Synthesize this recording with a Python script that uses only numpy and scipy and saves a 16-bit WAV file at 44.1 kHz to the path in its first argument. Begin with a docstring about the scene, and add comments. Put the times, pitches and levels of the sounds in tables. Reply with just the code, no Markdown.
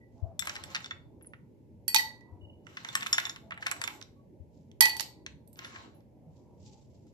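"""A small quiet room, two microphone ports close to a thick ribbed bowl and a drinking glass, low rumble under all,
with patchy faint noise above it. From 0.4 s a spoon knocks and digs through ice in the bowl: short noise bursts,
short modes, a grind of tiny clicks. At 1.9 s ice drops into the glass: cracks strike its air column and wall modes,
and the ice chokes them. From 2.7 s the spoon digs again, at 4.8 s more ice drops, scattered knocks and a rustle of
cloth end it. Faint bumps, squeaks, tinks and lone tones lie between; decaying noise gives the room's echoes."""
import sys
import numpy as np
from scipy import signal
from scipy.fft import rfft, irfft, next_fast_len
from scipy.io import wavfile
from scipy.ndimage import uniform_filter1d

SR = 44100
rng = np.random.default_rng(int(sys.argv[2]) if len(sys.argv) > 2 else 0)


def generate_wav(signal):
    """Clip the signal to [-1, 1] and save it as 16-bit WAV at the path in sys.argv[1]."""
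    frames = np.transpose(np.atleast_2d(signal))
    scaled = np.clip(frames, -1, 1) * 32767
    pcm = np.round(scaled).astype(np.int16)
    wavfile.write(sys.argv[1], SR, pcm)


N = 314735
GLASS_LAG, BOWL_LAG = 10, -9   # samples by which the left port hears later


def amp(db):
    """dB to gain."""
    return 10 ** (np.asarray(db) / 20)


def rms_one(x):
    """Scale to rms 1."""
    return x / np.sqrt(np.mean(x ** 2) + 1e-20)


def at_hz(points, hz):
    """Read a table on a log-frequency axis."""
    table_hz, values = np.array(points).T
    return np.interp(np.log(np.maximum(hz, 1)), np.log(table_hz), values)


def curve_db(rows):
    """Level curve at every sample, -150 dB outside the table."""
    return np.interp(np.arange(N) / SR, *np.transpose(rows), left=-150, right=-150)


def band(x, low_hz, high_hz):
    """Band-pass."""
    return signal.sosfilt(signal.butter(2, [low_hz, high_hz], "band", fs=SR, output="sos"), x)


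def split_pass(x, order, hz, kind):
    """Low-pass or high-pass."""
    return signal.sosfilt(signal.butter(order, hz, kind, fs=SR, output="sos"), x)


def colour(x, spectrum):
    """Filter with the gains of a spectrum table in dB, without added phase."""
    size = next_fast_len(N)
    hz = np.arange(size // 2 + 1) * SR / size
    return irfft(rfft(x, size) * amp(at_hz(spectrum, hz)), size)[..., :N]


def drift(rate):
    """Slow random wander of rms 1: noise through two equal poles at rate Hz, computed every 40 samples."""
    r = np.exp(-80 * np.pi * rate / SR)
    slow = signal.lfilter([1], [1, -2 * r, r * r], rng.standard_normal(N // 40 + 2002))[2000:]
    return np.interp(np.arange(N) / 40, np.arange(len(slow)), rms_one(slow))


def strokes(rows, rise, fall):
    """Gain of strokes that rise, hold along a slope and fall away (rise and fall in dB per s)."""
    t = np.arange(N) / SR
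    total = 0
    for start, length, from_db, to_db in rows:
        end = start + length
        slope_db = np.interp(t, [start, end], [from_db, to_db])
        total = total + amp(slope_db - rise * np.maximum(start - t, 0) - fall * np.maximum(t - end, 0))
    return total


def clicks(s, db):
    """A click train."""
    out = np.full(N, 1e-18)
    np.add.at(out, np.round(np.asarray(s) * SR).astype(int), amp(db))
    return out


def ring(x, hz, t60):
    """A mode: a unit click sets a dying sine of height 1 ringing."""
    r, w = amp(-60 / (t60 * SR)), 2 * np.pi * hz / SR
    return signal.lfilter([0, np.sin(w)], [1, -2 * r * np.cos(w), r * r], x)


def strike(x, hz, t60):
    """A soft contact feeds a mode only with what lies near its pitch."""
    peak = signal.iirpeak(hz, 7, fs=SR)
    return ring(signal.lfilter(*peak, signal.lfilter(*peak, x)), hz, t60)


def crack(x, t60):
    """Each click becomes a burst of noise that swells for a moment and dies at once."""
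    swell = amp(-60 / (.003 * SR))
    poles = np.convolve([1, -amp(-60 / (t60 * SR))], [1, -swell])
    return signal.lfilter([1 - swell], poles, x) * rng.standard_normal(N)


def ports(x, pan_db, lag):
    """Two microphone ports: a left-over-right level difference and a lag."""
    left = np.roll(x, max(lag, 0)) * amp(pan_db / 2)
    right = np.roll(x, max(-lag, 0)) * amp(-pan_db / 2)
    return np.array([left, right])


# Spectrum of the low rumble: f/Hz, relative level per Hz/dB
RUMBLE_SPECTRUM = [(15, -66.5), (25, -29.5), (59, -4.5), (111, 1), (200, -5.5), (229, -3.5), (263, -6),
                   (607, -15), (695, -27.5), (887, -22), (1230, -47), (2160, -39.5), (3620, -48),
                   (12900, -48.5), (16000, -55.5)]
# How alike the rumble is at both ports: f/Hz, likeness (0 none, 1 full)
RUMBLE_LIKENESS = [(60, 0.24), (240, 0.86), (950, 0), (3770, 0.053), (15000, 0)]
# Lean of the rumble to the left port: f/Hz, left-right level/dB
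RUMBLE_LEAN = [(60, -1), (240, -1), (950, 0), (3770, -3), (15000, 1)]
# Level of the patchy faint noise between 500 and 1000 Hz: t/s, level/dB
PATCHY_LEVEL = [(0, -103), (.2, -60), (.8, -66), (1.8, -93), (2.1, -62), (2.6, -77), (3.1, -73), (3.9, -53),
                (4.3, -102.5), (5.0, -64), (5.5, -81), (6.1, -83), (6.3, -67), (7.13, -72.5)]


def hush():
    """Low rumble, partly alike at both ports, its low octaves heaving, and patchy noise strips at 500-1000 Hz."""
    mid, side, other = rng.standard_normal((3, N))
    hz, alike = np.array(RUMBLE_LIKENESS).T
    mid = colour(mid, np.c_[hz, 10 * np.log10(1 + alike)])
    side = colour(side, np.c_[hz, 10 * np.log10(1 - alike)])
    lean = np.array(RUMBLE_LEAN)
    pair = np.array([colour(mid + side, lean * [1, .5]), colour(mid - side, lean * [1, -.5])])

    noise, edges = other + .6 * rng.standard_normal((2, N)), np.geomspace(500, 980, num=7)
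    # each narrow strip comes and goes by itself
    patchy = rms_one(sum(band(noise, lo, hi) * amp(6 * drift(2)) for lo, hi in zip(edges, edges[1:])))

    steady = rms_one(colour(pair, RUMBLE_SPECTRUM))
    together_db = 2.5 * drift(4)
    # each low octave heaves partly with the others, partly alone
    lumps = sum(band(steady, lo, 2 * lo) * (amp(together_db + 2.5 * drift(5)) - 1)
                for lo in (60, 120, 240, 480))
    return amp(-56.5) * (steady + lumps) + amp(curve_db(PATCHY_LEVEL)) * patchy


# Decay of the echoes: f/Hz, t60/s
ROOM_DECAY = [(600, 0.37), (1500, 0.32), (2800, 0.29), (4200, 0.31), (6500, 0.27), (9000, 0.29),
              (12000, .25)]
# What the walls return: f/Hz, relative level/dB
WALL_COLOUR = [(500, 7.5), (1500, -4.5), (4000, -2.5), (7000, -6), (12000, -5)]


def room(x):
    """Diffuse echoes: noise dying band by band, different at each port, swelling in over about 2 ms."""
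    t, edges = np.arange(SR // 2) / SR, 300 * 2 ** np.arange(0, 6.1, .5)
    white = rng.standard_normal((2, len(t)))
    tail = sum(band(white, lo, hi) * amp(-60 * t / at_hz(ROOM_DECAY, np.sqrt(lo * hi)))
               for lo, hi in zip(edges, edges[1:]))
    tail = colour(tail, WALL_COLOUR)[:, :len(t)] * (1 - np.exp(-t / 0.002))
    tail = tail / np.sqrt(np.sum(tail ** 2) / 2)
    return signal.fftconvolve(x[None], tail, axes=1)[:, :N]


# A sleeve brushing the tablecloth: t/s, length/s, relative level at start/dB, at end/dB
SLEEVE_STROKES = [(.18, .04, -79, -84), (1.21, 0.056, -103, -84), (4.57, .03, -79, -80),
                  (6.37, 0.029, -74.5, -76), (6.66, 0.14, -64, -72), (6.95, 0.16, -79, -80.5)]
# Spectrum of the cloth: f/Hz, relative level/dB
CLOTH_SPECTRUM = [(880, -50), (1500, -29), (2400, -10.5), (4900, -4), (7700, -4), (8350, -22.5),
                  (13000, -40)]


def rustle():
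    """Sleeve on tablecloth: patchy hiss, only slightly alike at both ports."""
    hiss = colour(rng.standard_normal(N) + 3.3 * rng.standard_normal((2, N)), CLOTH_SPECTRUM)
    patches = amp(2.2 * drift(20) + 2 * drift(120))
    return rms_one(hiss) * patches * strokes(SLEEVE_STROKES, rise=240, fall=130)


# Dull bumps through the table: t/s, relative level/dB, f/Hz, left-right level/dB
TABLE_BUMPS = [(0.22, -32.5, 95.2, 37), (0.247, -36, 90.2, 20), (2.316, -34.5, 97, 11.5),
               (2.418, -43, 91, 19), (4.395, -38.5, 84, 16.5)]


def table_bumps():
    """Bumps through the table: 10 ms soft pushes set low, short modes ringing."""
    push = np.hanning(SR // 100) / (SR // 200)
    return sum(ports(ring(signal.oaconvolve(clicks([start], db), push)[:N], hz, t60=.15), pan_db, 0)
               for start, db, hz, pan_db in TABLE_BUMPS)


# Faint lone tones: t/s, f/Hz, relative level/dB, t60/s
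LONE_TONES = [(.001, 1960, -54, 0.12), (2.409, 2913, -62, 0.68), (4.159, 1123, -58, 0.073)]


def lone_tones():
    """Faint sines that swell in over about 30 ms, waver and die away."""
    t = np.arange(N) / SR
    swell = np.exp(-t[:SR // 5] / 0.03)
    out = 0
    for start, hz, db, t60 in LONE_TONES:
        decay = amp(np.minimum(db - 60 * (t - start) / t60, 0)) * (t > start)
        level = signal.oaconvolve(decay, swell / swell.sum())[:N]
        out = out + level * amp(6.5 * drift(35)) * np.sin(2 * np.pi * hz * t)
    return out


# Wet squeaks on the spoon: t/s, start f/Hz, end f/Hz, length/s, relative level/dB
SPOON_SQUEAKS = [(1.221, 11840, 8700, 0.022, -53), (1.256, 11400, 8240, 0.034, -49.5)]


def squeaks():
    """Wet slips on the spoon: short falling glides, uneven in level."""
    t = np.arange(N) / SR
    out = 0
    for start, from_hz, to_hz, length, db in SPOON_SQUEAKS:
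        u = np.clip((t - start) / length, 0, 1)
        glide = np.sin(2 * np.pi * np.cumsum(from_hz + (to_hz - from_hz) * u) / SR)
        out = out + amp(db + 9.3 * drift(220)) * np.sin(np.pi * u ** .6) ** 2 * glide
    return out


# The bare spoon touched: t/s, then relative level/dB of each of its three modes
SPOON_TOUCHES = [(5.569, -63, -63, -58), (5.6471, -57.5, -77, -82), (5.9464, -69.5, -65.5, -99)]
# Modes of the spoon: f/Hz, t60/s
SPOON_MODES = [(11100, 0.18), (12700, .3), (13700, 0.23)]


def spoon_tinks():
    """Touches on the bare spoon ring its three high modes."""
    s, *modes_db = np.transpose(SPOON_TOUCHES)
    return sum(strike(clicks(s, db), hz, t60) for db, (hz, t60) in zip(modes_db, SPOON_MODES))


def small_sounds():
    """Tinks, squeaks and tones placed at the bowl, with table bumps; returns near sound and room feed."""
    faint = spoon_tinks() + squeaks() + lone_tones()
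    return ports(faint, -1.3, BOWL_LAG) + table_bumps(), faint * amp(-10.0)


# The spoon digs: t/s, length/s, relative level at start/dB, at end/dB, treble over that/dB
DIGS = [(0.45, 0.37, -49, -54.5, -0.5), (2.675, 0.3, -61, -44.5, -1), (2.982, .25, -51, -48.5, 8.5),
        (3.618, 0.332, -54, -57.5, 7), (5.601, 0.18, -48.5, -52.5, -15.5)]
# Colour of the small grinding cracks: f/Hz, relative level per Hz/dB
GRAIN_COLOUR = [(400, -21.5), (1100, -4), (2500, -5.5), (5000, -7.5), (7500, -5), (9000, -31.5),
                (12500, -10), (15000, -32)]


def ice_grind():
    """The spoon digs through ice: clumped random clicks, each ringing one of ten short resonances."""
    grains_per_s, clump_db = 810, 4.5   # median rate, its swing
    chance = grains_per_s * amp(clump_db * drift(12)) / SR
    strength = amp(4.0 * np.minimum(rng.exponential(1, N), 4)) * rng.choice([-1, 1], N)
    grains = (rng.random(N) < chance) * strength
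    dealt, pitches = rng.integers(0, 10, N), np.geomspace(900, 13000, num=10)
    crunch = sum(ring(grains * (dealt == k) + 1e-18, hz, 7.45 / hz) * np.sqrt(hz)
                 for k, hz in enumerate(pitches))
    crunch = rms_one(colour(crunch, GRAIN_COLOUR))
    treble, body = split_pass(crunch, 4, 8500, "high"), split_pass(crunch, 4, 8500, "low")
    rows = np.array(DIGS)
    treble_rows = np.c_[rows[:, :2], rows[:, 2:4] + rows[:, 4:]]
    return body * strokes(rows[:, :4], rise=464, fall=138) + treble * strokes(treble_rows, rise=464, fall=138)


# Spoon and ice knocking in the bowl: t/s, then relative level/dB of crack, dull part, bright part
# and low ring, then left-right level/dB
BOWL_KNOCKS = [(0.3928, -19, -28.5, -13.5, -30, 7.5), (0.4216, -22.5, -21.5, -62, -61, -0.5),
               (0.4542, -40, -36, -31, -55.5, -14), (0.471, -21, -12.5, -24.5, -58.5, 0.5),
               (0.4941, -15.5, -18.5, -36, -51, -5.5), (0.5542, -21.5, -27, -35, -66, 3),
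               (0.5631, -23, -22, -48, -60, 0), (0.6372, -26, -28.5, -27.5, -48, -4.5),
               (0.7472, -14.5, -17, -55, -46, -5.5), (0.7542, -19, -18, -33, -49.5, 3),
               (0.7621, -21, -21.5, -54, -46, 4), (0.804, -52, -32, -48, -68, -8),
               (0.8432, -25, -29, -46, -39.5, 0), (0.8597, -24, -30, -67, -48, -2),
               (0.9085, -27, -17.5, -68, -32, -1.5), (1.21, -63, -46, -74, -101, 2.5),
               (1.245, -66.5, -48, -75, -87, -4), (1.334, -52.5, -30, -77, -82.5, -5),
               (2.667, -41.5, -33.5, -53, -65, -10), (2.7697, -28.5, -19, -46, -45, 1),
               (2.8469, -25, -22, -41, -54.5, -2.5), (2.887, -28, -26.5, -43, -34.5, -5.5),
               (2.9522, -10, -10, -13, -47.5, 1), (2.972, -46, -23, -50, -55, -2),
               (3.0082, -22, -31, -50, -66, 3), (3.0225, -35, -20, -48, -37.5, 2),
               (3.0285, -20.5, -23, -38, -46, -8), (3.0615, -29, -15.5, -33, -39.5, 2.5),
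               (3.067, -19, -28.5, -32, -39, -13), (3.1281, -4.5, -14, -14, -28.5, 1.5),
               (3.1431, -41, -21.5, -45, -30, -1), (3.1806, -16.5, -6, -21.5, -29.5, 0),
               (3.1998, -19, -27, -33, -56, -8), (3.231, -41, -32, -42, -56.5, -3),
               (3.253, -17, -21, -43, -32, -2.5), (3.2671, -42, -22.5, -35, -54, -6),
               (3.2951, -15.5, -22.5, -39, -37.5, -1), (3.3604, -33.5, -28, -42.5, -71, 0),
               (3.5071, -38, -24, -53, -64.5, -4.5), (3.5196, -41.5, -19.5, -64, -68, -0.5),
               (3.541, -48, -38, -57, -71.5, -8), (3.5752, -57, -26.5, -47, -71, -1),
               (3.6244, -33, -20.5, -43, -67.5, -1), (3.6297, -36, -37, -56, -72, -3),
               (3.6616, -41, -17.5, -37, -47, -1), (3.6663, -12.5, -14, -24, -54, 3),
               (3.68, -35, -27, -46, -53.5, -2), (3.713, -16.5, -20.5, -18.5, -52, -10),
               (3.7196, -27, -22, -47, -60, 0), (3.763, -44, -32.5, -43, -69.5, -4),
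               (3.8149, -19, -17.5, -24.5, -52.5, 2), (3.8384, -18, -19, -25, -30.5, -5),
               (3.8756, -21, -15, -25.5, -41, -6), (3.9024, -42, -28, -51, -55.5, -6),
               (4.013, -32.5, -37.5, -51, -66, -15.5), (4.025, -25, -62, -49.5, -60.5, 2.5),
               (4.7145, -43, -63.5, -60.5, -92, -6.5), (5.263, -18, -28.5, -62, -59, -1.5),
               (5.557, -44, -58, -71, -81, 0), (5.5897, -22.5, -28, -61, -73, 1.5),
               (5.6459, -31, -23, -51.5, -43, 0), (5.7587, -38, -25, -73.5, -63, 2.5),
               (6.005, -58, -57.5, -79.5, -91, 0.5), (7.0672, -60, -62, -63, -99, 4)]
# Bowl modes: relative level/dB, t60/s
BOWL_MODES = [(-10, 0.046), (0.5, 0.027), (-0.5, 0.05), (0.5, 0.051), (-6.5, 0.038), (-13.5, 0.07),
              (3, .06), (-13.5, 0.044), (-11, 0.045)]
# Pitch of each bowl mode: f/Hz
BOWL_PITCHES = [1405, 2046, 3505, 3575, 5491, 6783, 7671, 10140, 12720]
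# Ring that drives each bowl mode: 0 deepest, 1 low, 2 middle, 3 high
BOWL_DRIVE = [0, 0, 1, 1, 2, 2, 3, 3, 3]


def bowl():
    """Knocks as noise in three colours plus modes of the bowl, over the grind; returns near sound and room feed."""
    s, crack_db, dull_db, bright_db, low_db, pan_db = np.transpose(BOWL_KNOCKS)
    deep_ring_db, high_ring_db = dull_db - 25, bright_db - 15
    middle_ring_db = 14.5 + 1.4 * crack_db + 0.54 * low_db   # follows crack and low ring
    ring_db = [deep_ring_db, low_db, middle_ring_db, high_ring_db]
    spread_db = rng.normal(0, 3, (len(s), len(BOWL_MODES)))   # each knock lands somewhere else

    def knocks(gain_db):
        """Dull, middle and bright noise bursts."""
        dull = crack(clicks(s, gain_db + dull_db), t60=0.036)
        dull = band(band(band(dull, 1200, 3100), 530, 4400), 500, 2700)
        middle = crack(clicks(s, gain_db + crack_db), t60=0.0082)
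        middle = band(band(band(middle, 1500, 7300), 1500, 7500), 1700, 7800)
        bright = crack(clicks(s, gain_db + bright_db), t60=0.0091)
        return dull + middle + band(band(bright, 7000, 12000), 6300, 19845)

    def rings(gain_db):
        """Every knock strikes every mode of the bowl."""
        total = 0
        for k, (db, t60) in enumerate(BOWL_MODES):
            blow_db = gain_db + ring_db[BOWL_DRIVE[k]] + db + spread_db[:, k]
            total = total + strike(clicks(s, blow_db), BOWL_PITCHES[k], t60)
        return total

    state = rng.bit_generator.state   # both ports hear the same crack
    left = knocks(pan_db / 2) + rings(pan_db / 2)
    rng.bit_generator.state = state
    right = knocks(-pan_db / 2) + rings(-pan_db / 2)
    grind = ice_grind()
    near = np.array([left, np.roll(right, -BOWL_LAG)]) + amp(-8.5) * ports(grind, -1.5, BOWL_LAG)
    return near, amp(-2) * grind + amp(-8) * (left + right) / 2


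# Ice on the drinking glass: t/s, then relative level/dB of crack, air column, lowest wall mode, middle
# and treble wall modes, then choke/dB (held between -15 and 0)
ICE_DROPS = [(1.8796, -27.5, -50.5, -45, -32, -28, -6), (1.945, -8.5, -13, -34.5, -26, -21, 4),
             (1.9604, -13, -20, -41, -17.5, -45, 0), (1.9824, -32, -53, -26, -37, -35, -23.5),
             (2.0064, -46, -77, -38.5, -63, -46, -19), (2.2084, -59, -70, -58.5, -83, -93, 0),
             (4.807, -5.5, -20.5, -20, -22, -16, -5), (4.8224, -14.5, -20.5, -23.5, -22, -34, -3.5),
             (4.8549, -16, -19.5, -40, -37, -36, 3), (4.8944, -29, -58, -37, -32.5, -40.5, -30),
             (4.9661, -31, -50, -75, -43, -44.5, -25), (4.9964, -21, -23.5, -31.5, -41, -38, 0),
             (5.006, -22, -41.5, -74.5, -65, -36, -14.5), (5.0244, -50.5, -54, -66.5, -70, -70, -6),
             (5.475, -66, -69, -98, -91.5, -62.5, -15.5), (5.5294, -62, -72, -91, -87, -58.5, -1)]
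# Glass modes, air column first, then wall modes: relative level/dB, t60/s, left-right level/dB
GLASS_MODES = [(-6.5, 0.41, -2.5), (-2.5, 0.35, -16), (-15, 0.053, -1.5), (-3.5, 0.26, 14.5),
               (-8.5, 0.38, -2.5), (-16.5, .15, 4.5), (-8, 0.23, -8.5), (4, 0.031, -13.5),
               (-12, 0.11, -7.5), (4, 0.048, -6.5), (-4, 0.081, -15.5), (-6.5, 0.05, -10), (-7.5, 0.015, 4)]
# Pitch of each glass mode: f/Hz
GLASS_PITCHES = [880, 1957, 4479, 4503, 2471, 3187, 8263, 9940, 7400, 11315, 11953, 13045, 13280]
# Blow strength that drives each mode: 0 air column, 1 lowest wall, 2 middle wall, 3 treble wall
GLASS_DRIVE = [0, 1, 2, 2, 2, 2, 3, 3, 3, 3, 3, 3, 3]


def glass():
    """Every blow cracks, chokes what still rings and drives each group of modes; returns near and room feed."""
    s, crack_db, *groups_db, choke_db = np.transpose(ICE_DROPS)
    snap_colour = [(400, -22.0), (1500, -4.5), (4300, 0.0), (6500, 2), (9000, -9.0), (12000, -11), (16000, -17.5)]
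    snap = colour(crack(clicks(s, crack_db), t60=0.017), snap_colour)
    to_walls = crack(clicks(s, crack_db - 19), t60=0.02)

    choke_s = .006   # time the ice takes to damp the glass
    lost_db = np.cumsum(np.clip(choke_db, -15, 0))   # all damping so far
    lost_now_db = np.r_[0, lost_db][np.searchsorted(s, np.arange(N) / SR + choke_s / 2)]
    alive = amp(uniform_filter1d(lost_now_db, int(choke_s * SR)))

    near = ports(snap, -15.0, GLASS_LAG)
    for group, hz, (db, t60, pan_db) in zip(GLASS_DRIVE, GLASS_PITCHES, GLASS_MODES):
        # a new blow is raised by the damping so far, so only older ringing is choked
        mode = strike(clicks(s, groups_db[group] + db - lost_db), hz, t60)
        waver = amp(3.0 * drift(79))   # loose ice makes each mode waver
        near = near + ports(alive * waver * mode, pan_db, GLASS_LAG)
    return near, band(to_walls, 2500, 7000) * amp(19.0) + amp(-4.5) * near.mean(0)


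def scene():
    """All sources near the ports, plus the room, the rumble and the cloth."""
    parts = [glass(), bowl(), small_sounds()]
    near_sum = sum(near for near, feed in parts)
    return near_sum + room(sum(feed for near, feed in parts)) + hush() + rustle()


def record(dry):
    """Deep bass is thin, a dip lies near 9 kHz, highs fade above 13.8 kHz and are gone by 16.5 kHz, peaks round."""
    thin = split_pass(dry, 3, 55, "high")
    dipped = thin - .6 * signal.lfilter(*signal.iirpeak(9000, 4.0, fs=SR), thin)
    dull = split_pass(dipped, 6, 13800, "low")
    held = 1.3 * np.tanh(dull / 1.3)   # the loudest peaks are rounded
    return signal.sosfilt(signal.cheby2(12, 70, 16500, fs=SR, output="sos"), held)


dry = scene()
out = record(dry)
generate_wav(out)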